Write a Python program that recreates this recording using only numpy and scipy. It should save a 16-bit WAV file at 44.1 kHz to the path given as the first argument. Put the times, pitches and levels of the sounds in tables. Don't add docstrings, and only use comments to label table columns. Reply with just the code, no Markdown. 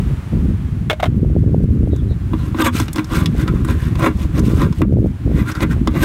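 import sys
import numpy as np
from scipy import signal
from scipy.fft import rfft, irfft, next_fast_len
from scipy.io import wavfile
from scipy.ndimage import uniform_filter1d, minimum_filter1d, map_coordinates

SR = 44100
rng = np.random.default_rng(int(sys.argv[2]) if len(sys.argv) > 2 else 0)


def dump(signal):
    limited = np.clip(np.atleast_2d(signal).T, -1, 1)
    pcm = np.round(limited * 32767).astype(np.int16)
    wavfile.write(sys.argv[1], SR, pcm)


N = 266364

# f/Hz, width/Hz, level/dB
BOARD_MODES = [(640, 70, -14), (941, 22, -0.5), (1010, 40, -1), (1165, 34, 6.5), (1255, 45, -3),
               (1382, 38, 2.5), (1540, 110, -4), (1685, 45, -4), (2035, 90, -4), (2240, 55, -5),
               (2449, 60, -7), (2774, 60, -9), (3435, 200, -13), (3900, 260, -16)]
# f/Hz, width/Hz, level/dB
HOLLOW_MODES = [(216.6, 24.4, -4), (246.5, 15.3, 2.5), (314.7, 26.4, 0.5), (418, 16, -12), (530, 45, -13)]
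# f/Hz, relative level/dB
RASP_SPECTRUM = [(200, 6), (780, 9.5), (1150, 21.5), (2200, -34), (3600, -66), (5000, -20), (9000, -21)]


def amp(db):
    return 10 ** (np.asarray(db) / 20)


def unit(x):
    return x / np.sqrt(np.mean(x ** 2) + 1e-20)


def unit_attack(x):
    return x / np.sqrt(np.mean(x[:350] ** 2) + 1e-20)


def wobble(rate):
    knots = rng.standard_normal(int(N * rate / SR) + 4)
    return map_coordinates(knots, [np.arange(N) * rate / SR])


def filtered(x, response):
    size = next_fast_len(len(x) + SR // 4)
    return irfft(rfft(x, size) * response(np.fft.rfftfreq(size, 1 / SR)), size)[:len(x)]


def coloured(x, spectrum):
    f, db = np.transpose(spectrum)
    return filtered(x, lambda hz: amp(np.interp(np.log(hz + 1), np.log(f), db)))


def resonate(x, modes):
    return filtered(x, lambda f: sum(
        (-1) ** k * amp(db) * 1j * f * width / (hz * hz - f * f + 1j * f * width)
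        for k, (hz, width, db) in enumerate(modes)))


def add(track, s, sound):
    rest = track[round(s * SR):]
    rest[:len(sound)] += sound[:len(rest)]


def burst(t60):
    t = np.arange(SR // 5) / SR
    return rng.standard_normal(len(t)) * amp(-60 * t / t60)


def field():
    # t/s, level/dB
    ride = [(0, -39.5), (.7, -44), (1.2, -48.5), (1.8, -48), (2.6, -42.5), (4.6, -42), (4.9, -49),
            (5.3, -43.5), (6.04, -41.5)]
    # f/Hz, relative level/dB
    air = [(500, 2), (1400, 0.5), (2100, -3.5), (3300, -9), (5000, -16.5), (9000, -18.5), (13000, -23.5),
           (15800, -25)]
    level_db = np.interp(np.arange(N) / SR, *np.transpose(ride))
    return amp(level_db) * unit(coloured(rng.standard_normal(N), air))


def bird():
    # t/s, length/s, f/Hz
    chirps = [(1.905, 0.076, 3780), (1.972, 0.05, 3500), (2.084, 0.064, 3850), (2.379, 0.058, 3950)]
    out = np.zeros(N)
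    for s, length, hz in chirps:
        progress = np.linspace(0, 1, int(length * SR))
        pitch = hz * (1 - 0.056 * (progress - .5) + 0.042 * wobble(600)[:len(progress)])
        whistle = np.sin(2 * np.pi * np.cumsum(pitch) / SR)
        add(out, s, amp(-47.5) * np.sin(np.pi * progress) * whistle)
    return out


def wind_strength(breeze_db=-25.5, rise_s=0.038, fall_s=0.079):
    # start/s, end/s, level/dB
    gusts = [(0.0, 0.132, -15.5), (0.334, 0.53, -14), (0.565, 0.884, -18.5), (1.063, 1.33, -14),
             (1.354, 1.939, -13), (1.993, 2.132, -15), (2.23, 2.516, -17.5), (2.653, 2.834, -16.5),
             (3.147, 3.773, -15), (3.824, 4.386, -16), (4.375, 4.682, -12.5), (4.808, 5.051, -12),
             (5.262, 5.418, -13), (5.607, 6.04, -15)]
    t = np.arange(N) / SR
    level_db = np.full(N, breeze_db)
    for start, end, db in gusts:
        away = np.maximum((start - t) / rise_s, (t - end) / fall_s)
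        level_db = np.maximum(level_db, db - 10 * np.maximum(0, away))
    return level_db


def rumble(lumps_db=4.0):
    # f/Hz, relative level/dB
    spectrum = [(18, -46), (30, -23), (46, -6), (68, 0.5), (105, -2.5), (165, -6.5), (260, -15), (400, -28),
                (650, -64), (1200, -73.5)]
    pressure = unit(coloured(rng.standard_normal(N), spectrum)) * amp(lumps_db * wobble(55))
    return pressure / np.sqrt(np.abs(uniform_filter1d(pressure ** 2, 3000)) + 1e-6)


def eddies(rows):
    out = np.zeros(N)
    for s, db, hz in rows:
        phase = np.arange(-5, 5, 2 * np.pi * hz / SR)
        pulse = -phase * np.exp((1 - phase ** 2) / 2)
        add(out, max(0, s - len(pulse) / SR / 2), amp(db) * pulse)
    return out


def flutter(hz=175, pitch_spread=0.28, spread_db=2.5, count=700):
    late, strength, pitch = np.clip(rng.standard_normal((count, 3)), -2, 2).T
    times = (np.arange(count) + 0.392 * late) * N / SR / count
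    return unit(eddies(zip(times, spread_db * strength, hz * np.exp(pitch_spread * pitch))))


def wind():
    # t/s, peak level/dB, centre f/Hz
    buffets = [(1.232, -3, 190), (1.365, -7.5, 295), (1.546, -7.5, 343), (1.934, -6.5, 255),
               (2.753, -3, 164), (3.539, -7.5, 207), (4.484, 0, 185), (4.536, -4, 214), (4.971, -8, 300),
               (5.047, -9.5, 282), (5.817, -0.5, 147)]
    strength_db = wind_strength()
    flutter_db = -19 + 4.17 * (strength_db + 13)
    return amp(strength_db) * rumble() + amp(flutter_db) * flutter() + eddies(buffets)


def cavity(x, wet_db=-8.5):
    tail = coloured(burst(t60=0.079), [(200, -8.5), (1500, -0.5), (9000, -12.5)])
    return amp(wet_db) * np.std(x) * unit(signal.fftconvolve(x, tail)[:N])


def clacks():
    # t/s, relative level of crack and ring/dB, knock level/dB, part struck
    contacts = [(.8988, -3, -39, "frame"), (0.9062, -7, -19, "frame"), (.9126, -12.5, -18, "frame"),
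                (.9305, -17.5, -18.5, "frame"), (.9975, -27, -25, "board"), (1.0012, -17.5, -24, "board"),
                (1.0268, -15.5, -32, "board"), (1.0308, -10.5, -8.5, "board"), (1.039, -11, -14, "board"),
                (1.056, -18.5, -24, "board"), (1.0625, -21.5, -24, "board")]
    parts = {"frame": [(620, -2, .14), (1230, 0, .045), (1750, 6, .025), (2190, 3, .09), (2510, -3, .05),
             (3450, 9, .022)], "board": [(678, -2, .05), (1060, -1, .035), (1440, 2, .03), (2110, 0, .03),
             (3710, -1, .012)]}
    # f/Hz, relative level/dB
    crack_spectrum = [(300, 2), (620, -2.5), (900, 0.5), (1800, -2), (2900, -5.5), (3600, -7.5),
                      (4800, -19), (15800, -30.5)]
    out, t = np.zeros(N), np.arange(SR // 5) / SR
    knock_envelope = (1 - np.exp(-t / 0.00067)) * amp(-60 * t / 0.036)
    for s, db, knock_db, part in contacts:
        ring = np.zeros(len(t))
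        for hz, mode_db, t60 in parts[part]:
            decay = amp(mode_db + 2 * rng.standard_normal() - 60 * t / t60)
            ring += decay * np.sin(2 * np.pi * (hz * t + rng.random()))
        crack = coloured(burst(t60=0.05), crack_spectrum)
        clack = amp(-13) * unit_attack(ring) + amp(-9) * unit_attack(crack)
        knock_hz = parts[part][0][0]
        knock = unit_attack(knock_envelope * np.sin(2 * np.pi * knock_hz * t))
        add(out, s, amp(db) * clack + amp(knock_db) * knock)
    return out


def squeaks(hz=12200, width_hz=900, half_length_s=0.048):
    # peak t/s, level/dB
    glides = [(5.39, -52), (6.02, -43)]
    t = np.arange(N) / SR
    swell = sum(amp(db - 10 * ((t - s) / half_length_s) ** 2) for s, db in glides)
    flicker = amp(3.4 * wobble(100))
    band = [(hz, width_hz, 0)]
    return swell * flicker * unit(resonate(resonate(rng.standard_normal(N), band), band))


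def grabs(sag_per_s=1.67, pitch_jitter=.04, rough_db=2):
    # peak t/s, half length/s, f/Hz, level/dB
    squawks = [(2.624, .01, 1206, -13), (2.646, 0.018, 938, -22.5), (2.677, .016, 1139, -10.5)]
    # multiple of the pitch, level/dB
    harmonics = [(1, 0), (3, -11)]
    out, t = np.zeros(N), np.arange(N) / SR
    for s, half, hz, db in squawks:
        from_peak = t[np.abs(t - s) < 2 * half] - s
        timing = wobble(hz)[:len(from_peak)]
        strength = wobble(hz / 2)[:len(from_peak)]
        pitch = hz * (1 - sag_per_s * from_peak + pitch_jitter * timing)
        phase = 2 * np.pi * np.cumsum(pitch) / SR
        tone = sum(amp(level) * np.sin(k * phase) for k, level in harmonics)
        swell = amp(db - 10 * (from_peak / half) ** 2 + rough_db * strength)
        add(out, s + from_peak[0], swell * tone)
    return out


def catches(snap_db_per_octave=-12.5):
    # t/s, relative level of wood and thud/dB, snap level/dB, snap centre f/Hz
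    snags = [(1.962, -35, -46.5, 6000), (2.334, -16, -57, 1990), (2.546, -19.5, -47, 2000),
             (2.587, -17, -39, 3000), (2.8, -12, -26, 6150), (2.882, -22.5, -33.5, 2870),
             (2.931, -40, -30.5, 7760), (2.959, -16, -30.5, 3900), (2.983, -15.5, -29.5, 2560),
             (2.993, -15, -34, 2500), (3.044, -32, -38, 5000), (3.259, -21.5, -22, 3550),
             (3.478, -29, -33, 3180), (3.648, -18.5, -37.5, 8000), (3.954, -25, -36.5, 2460),
             (3.995, -23.5, -40, 8100), (4.394, -27, -33.5, 6100), (4.617, -13.5, -39, 4000),
             (4.726, -26, -41.5, 4000), (4.818, -7.5, -38.5, 2060), (5.517, -34, -34, 5000),
             (5.552, -25, -37.5, 4000), (5.606, -19, -32.5, 3000), (5.874, -7.5, -26.5, 3280)]
    out, t = np.zeros(N), np.arange(SR // 5) / SR
    shove = t * np.exp(-t / 0.0006)
    for s, db, snap_db, snap_hz in snags:
        blow = burst(t60=0.017)
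        boards = amp(-15) * unit_attack(resonate(blow, BOARD_MODES))
        rasp = amp(-10.5) * unit_attack(coloured(blow, RASP_SPECTRUM))
        bluntness_db = 0.48 * min(db - snap_db, 28)
        thud = amp(bluntness_db - 14.5) * unit_attack(resonate(shove, HOLLOW_MODES))
        snap = filtered(burst(t60=.03),
                        lambda hz: amp(snap_db_per_octave * np.abs(np.log2((hz + 1) / snap_hz))))
        add(out, s, amp(db) * (boards + rasp + thud) + amp(snap_db) * unit_attack(snap))
    return out


def crumbs(count=30000, decay_cycles=3):
    when, pitch, strength = rng.random((count, 3)).T[:, :, None]
    samples = np.arange(128)
    hz = 2000 * 7 ** pitch
    cycles = hz * samples / SR
    gain = amp(20 * strength ** 2) * np.sqrt(hz)
    pings = gain * np.sin(2 * np.pi * cycles) * np.exp(-cycles / decay_cycles)
    positions = (when * N).astype(int) + samples
    return unit(np.bincount(positions.ravel(), pings.ravel())[:N])


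def slips(per_s, spread_db, judder_db, rub):
    slipping = rng.random(N) < per_s / SR
    grains = slipping * rng.standard_normal(N) * amp(spread_db * rng.standard_normal(N))
    force = unit(grains) + rub * rng.standard_normal(N)
    return unit(force * amp(judder_db * wobble(170)))


def driven(swell, force, modes, spread_db=2.5):
    modes = [(hz, width, db + spread_db * rng.standard_normal()) for hz, width, db in modes]
    return resonate(swell * force, modes) / np.std(resonate(force, modes))


def scraping(swell_shape=1.39, chatter_width_hz=150, buried_from_s=2.72, buried_to_s=5.0):
    # peak t/s, rise/s, fall/s, wood level/dB, grit level/dB, chatter f/Hz, chatter over wood/dB
    strokes = [(2.451, 0.16, 0.075, -44, -50, 1210, -9), (2.606, 0.041, 0.0062, -27, -36.5, 1420, -1),
               (2.621, 0.016, 0.0054, -22.5, -27, 3250, -1), (2.649, 0.015, 0.017, -33, -28, 1340, 7),
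               (2.671, 0.018, 0.016, -15, -23.5, 1630, -1), (2.764, 0.033, 0.075, -37, -29, 1320, 7.5),
               (2.97, 0.018, 0.046, -28.5, -40.5, 1070, -19), (3.164, 0.063, 0.074, -25, -32, 1380, -8),
               (3.418, 0.077, 0.03, -36.5, -40, 1460, 0), (3.487, 0.024, 0.013, -33.5, -50, 1270, 4.5),
               (3.56, 0.067, .1, -42.5, -53, 1320, -3), (3.699, 0.029, 0.038, -31.5, -38, 1520, -1),
               (3.839, 0.11, 0.11, -41, -45, 1700, 0), (4.062, 0.063, 0.033, -17, -30.5, 590, -3.5),
               (4.225, 0.11, 0.043, -43, -44, 2370, -11), (4.39, 0.048, 0.0091, -30, -38.5, 1300, -11),
               (4.466, 0.044, 0.19, -37, -40, 1190, -18), (4.628, 0.077, 0.043, -30, -42, 1230, 0.5),
               (4.789, 0.058, 0.037, -53, -48.5, 1300, -9), (5.396, 0.068, 0.041, -33.5, -44, 1990, -3.5),
               (5.504, 0.047, 0.024, -33.5, -38, 1390, 6), (5.556, 0.015, 0.087, -38, -45.5, 1400, 6.5),
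               (5.631, 0.019, 0.011, -21.5, -30.5, 2020, -1), (5.72, 0.024, 0.029, -43.5, -41.5, 1370, 13),
               (5.962, 0.051, 0.068, -30, -44, 1950, -18), (6.034, 0.031, 0.066, -28, -30, 1600, -1)]
    # f/Hz, width/Hz, level/dB
    blade_modes = [(6627, 55, 0), (7612, 60, 0), (8400, 130, 0), (11400, 400, -8), (12450, 450, -6)]
    # f/Hz, relative level/dB
    grit_spectrum = [(1500, 6), (3500, 6), (5000, 1), (9500, 1.5), (10400, -5), (11400, 4.5), (13000, -4),
                     (15800, -2)]
    grip = wobble(60)
    friction = amp(2.2 * grip) * slips(per_s=1000, spread_db=6, judder_db=1, rub=0.49)
    crumbling = amp(grip) * slips(per_s=1900, spread_db=3, judder_db=2, rub=1)
    drag = coloured(friction, [(330, -6.5), (800, -8), (2000, -29)])
    bite = coloured(crumbling, [(300, 4), (600, 2), (2400, 7.5), (5000, -34)])
    rasp = unit(coloured(friction, RASP_SPECTRUM))
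    hiss = unit(coloured(crumbling + crumbs(), grit_spectrum))
    out, t = np.zeros(N), np.arange(N) / SR
    for s, rise, fall, wood_db, grit_db, chatter_hz, chatter_db in strokes:
        near = (t > s - 3 * rise) & (t < s + 3 * fall + .04)
        away = np.maximum((s - t[near]) / rise, (t[near] - s) / fall)
        swell = amp(-15 * away ** swell_shape)
        ring_db = -15 if buried_from_s < s < buried_to_s else 1.3 * (grit_db + 25)
        hollow_db = 10 - 0.16 * (wood_db + 35)
        boards = driven(swell, friction[near], BOARD_MODES)
        hollow = amp(hollow_db) * driven(swell, drag[near], HOLLOW_MODES)
        chatter = amp(chatter_db) * driven(swell, bite[near], [(chatter_hz, chatter_width_hz, 0)])
        blade = amp(ring_db) * driven(swell, crumbling[near], blade_modes)
        out[near] += amp(wood_db) * (boards + hollow + chatter + amp(-3) * swell * rasp[near])
        out[near] += amp(grit_db) * (blade + amp(3.5) * swell * hiss[near])
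    return out


def scene():
    work = scraping() + grabs() + squeaks() + catches()
    return (work + cavity(work) + clacks() + wind() + field() + bird())[None]


def record(dry):
    ceiling, release_db_per_s, attack_samples = .69, 40, 100
    low_cut_hz, top_hz = 20, 15800
    excess_db = 20 * np.log10(np.maximum(1, np.abs(dry[0]) / ceiling))
    recovery_db = release_db_per_s * np.arange(N) / SR
    gain = amp(recovery_db - np.maximum.accumulate(excess_db + recovery_db))
    gain = uniform_filter1d(minimum_filter1d(gain, attack_samples), attack_samples)
    limited = dry[0] * gain
    return filtered(limited, lambda hz: (hz < top_hz) * hz ** 4 / (hz ** 4 + low_cut_hz ** 4))[None]


dry = scene()
out = record(dry)
dump(out)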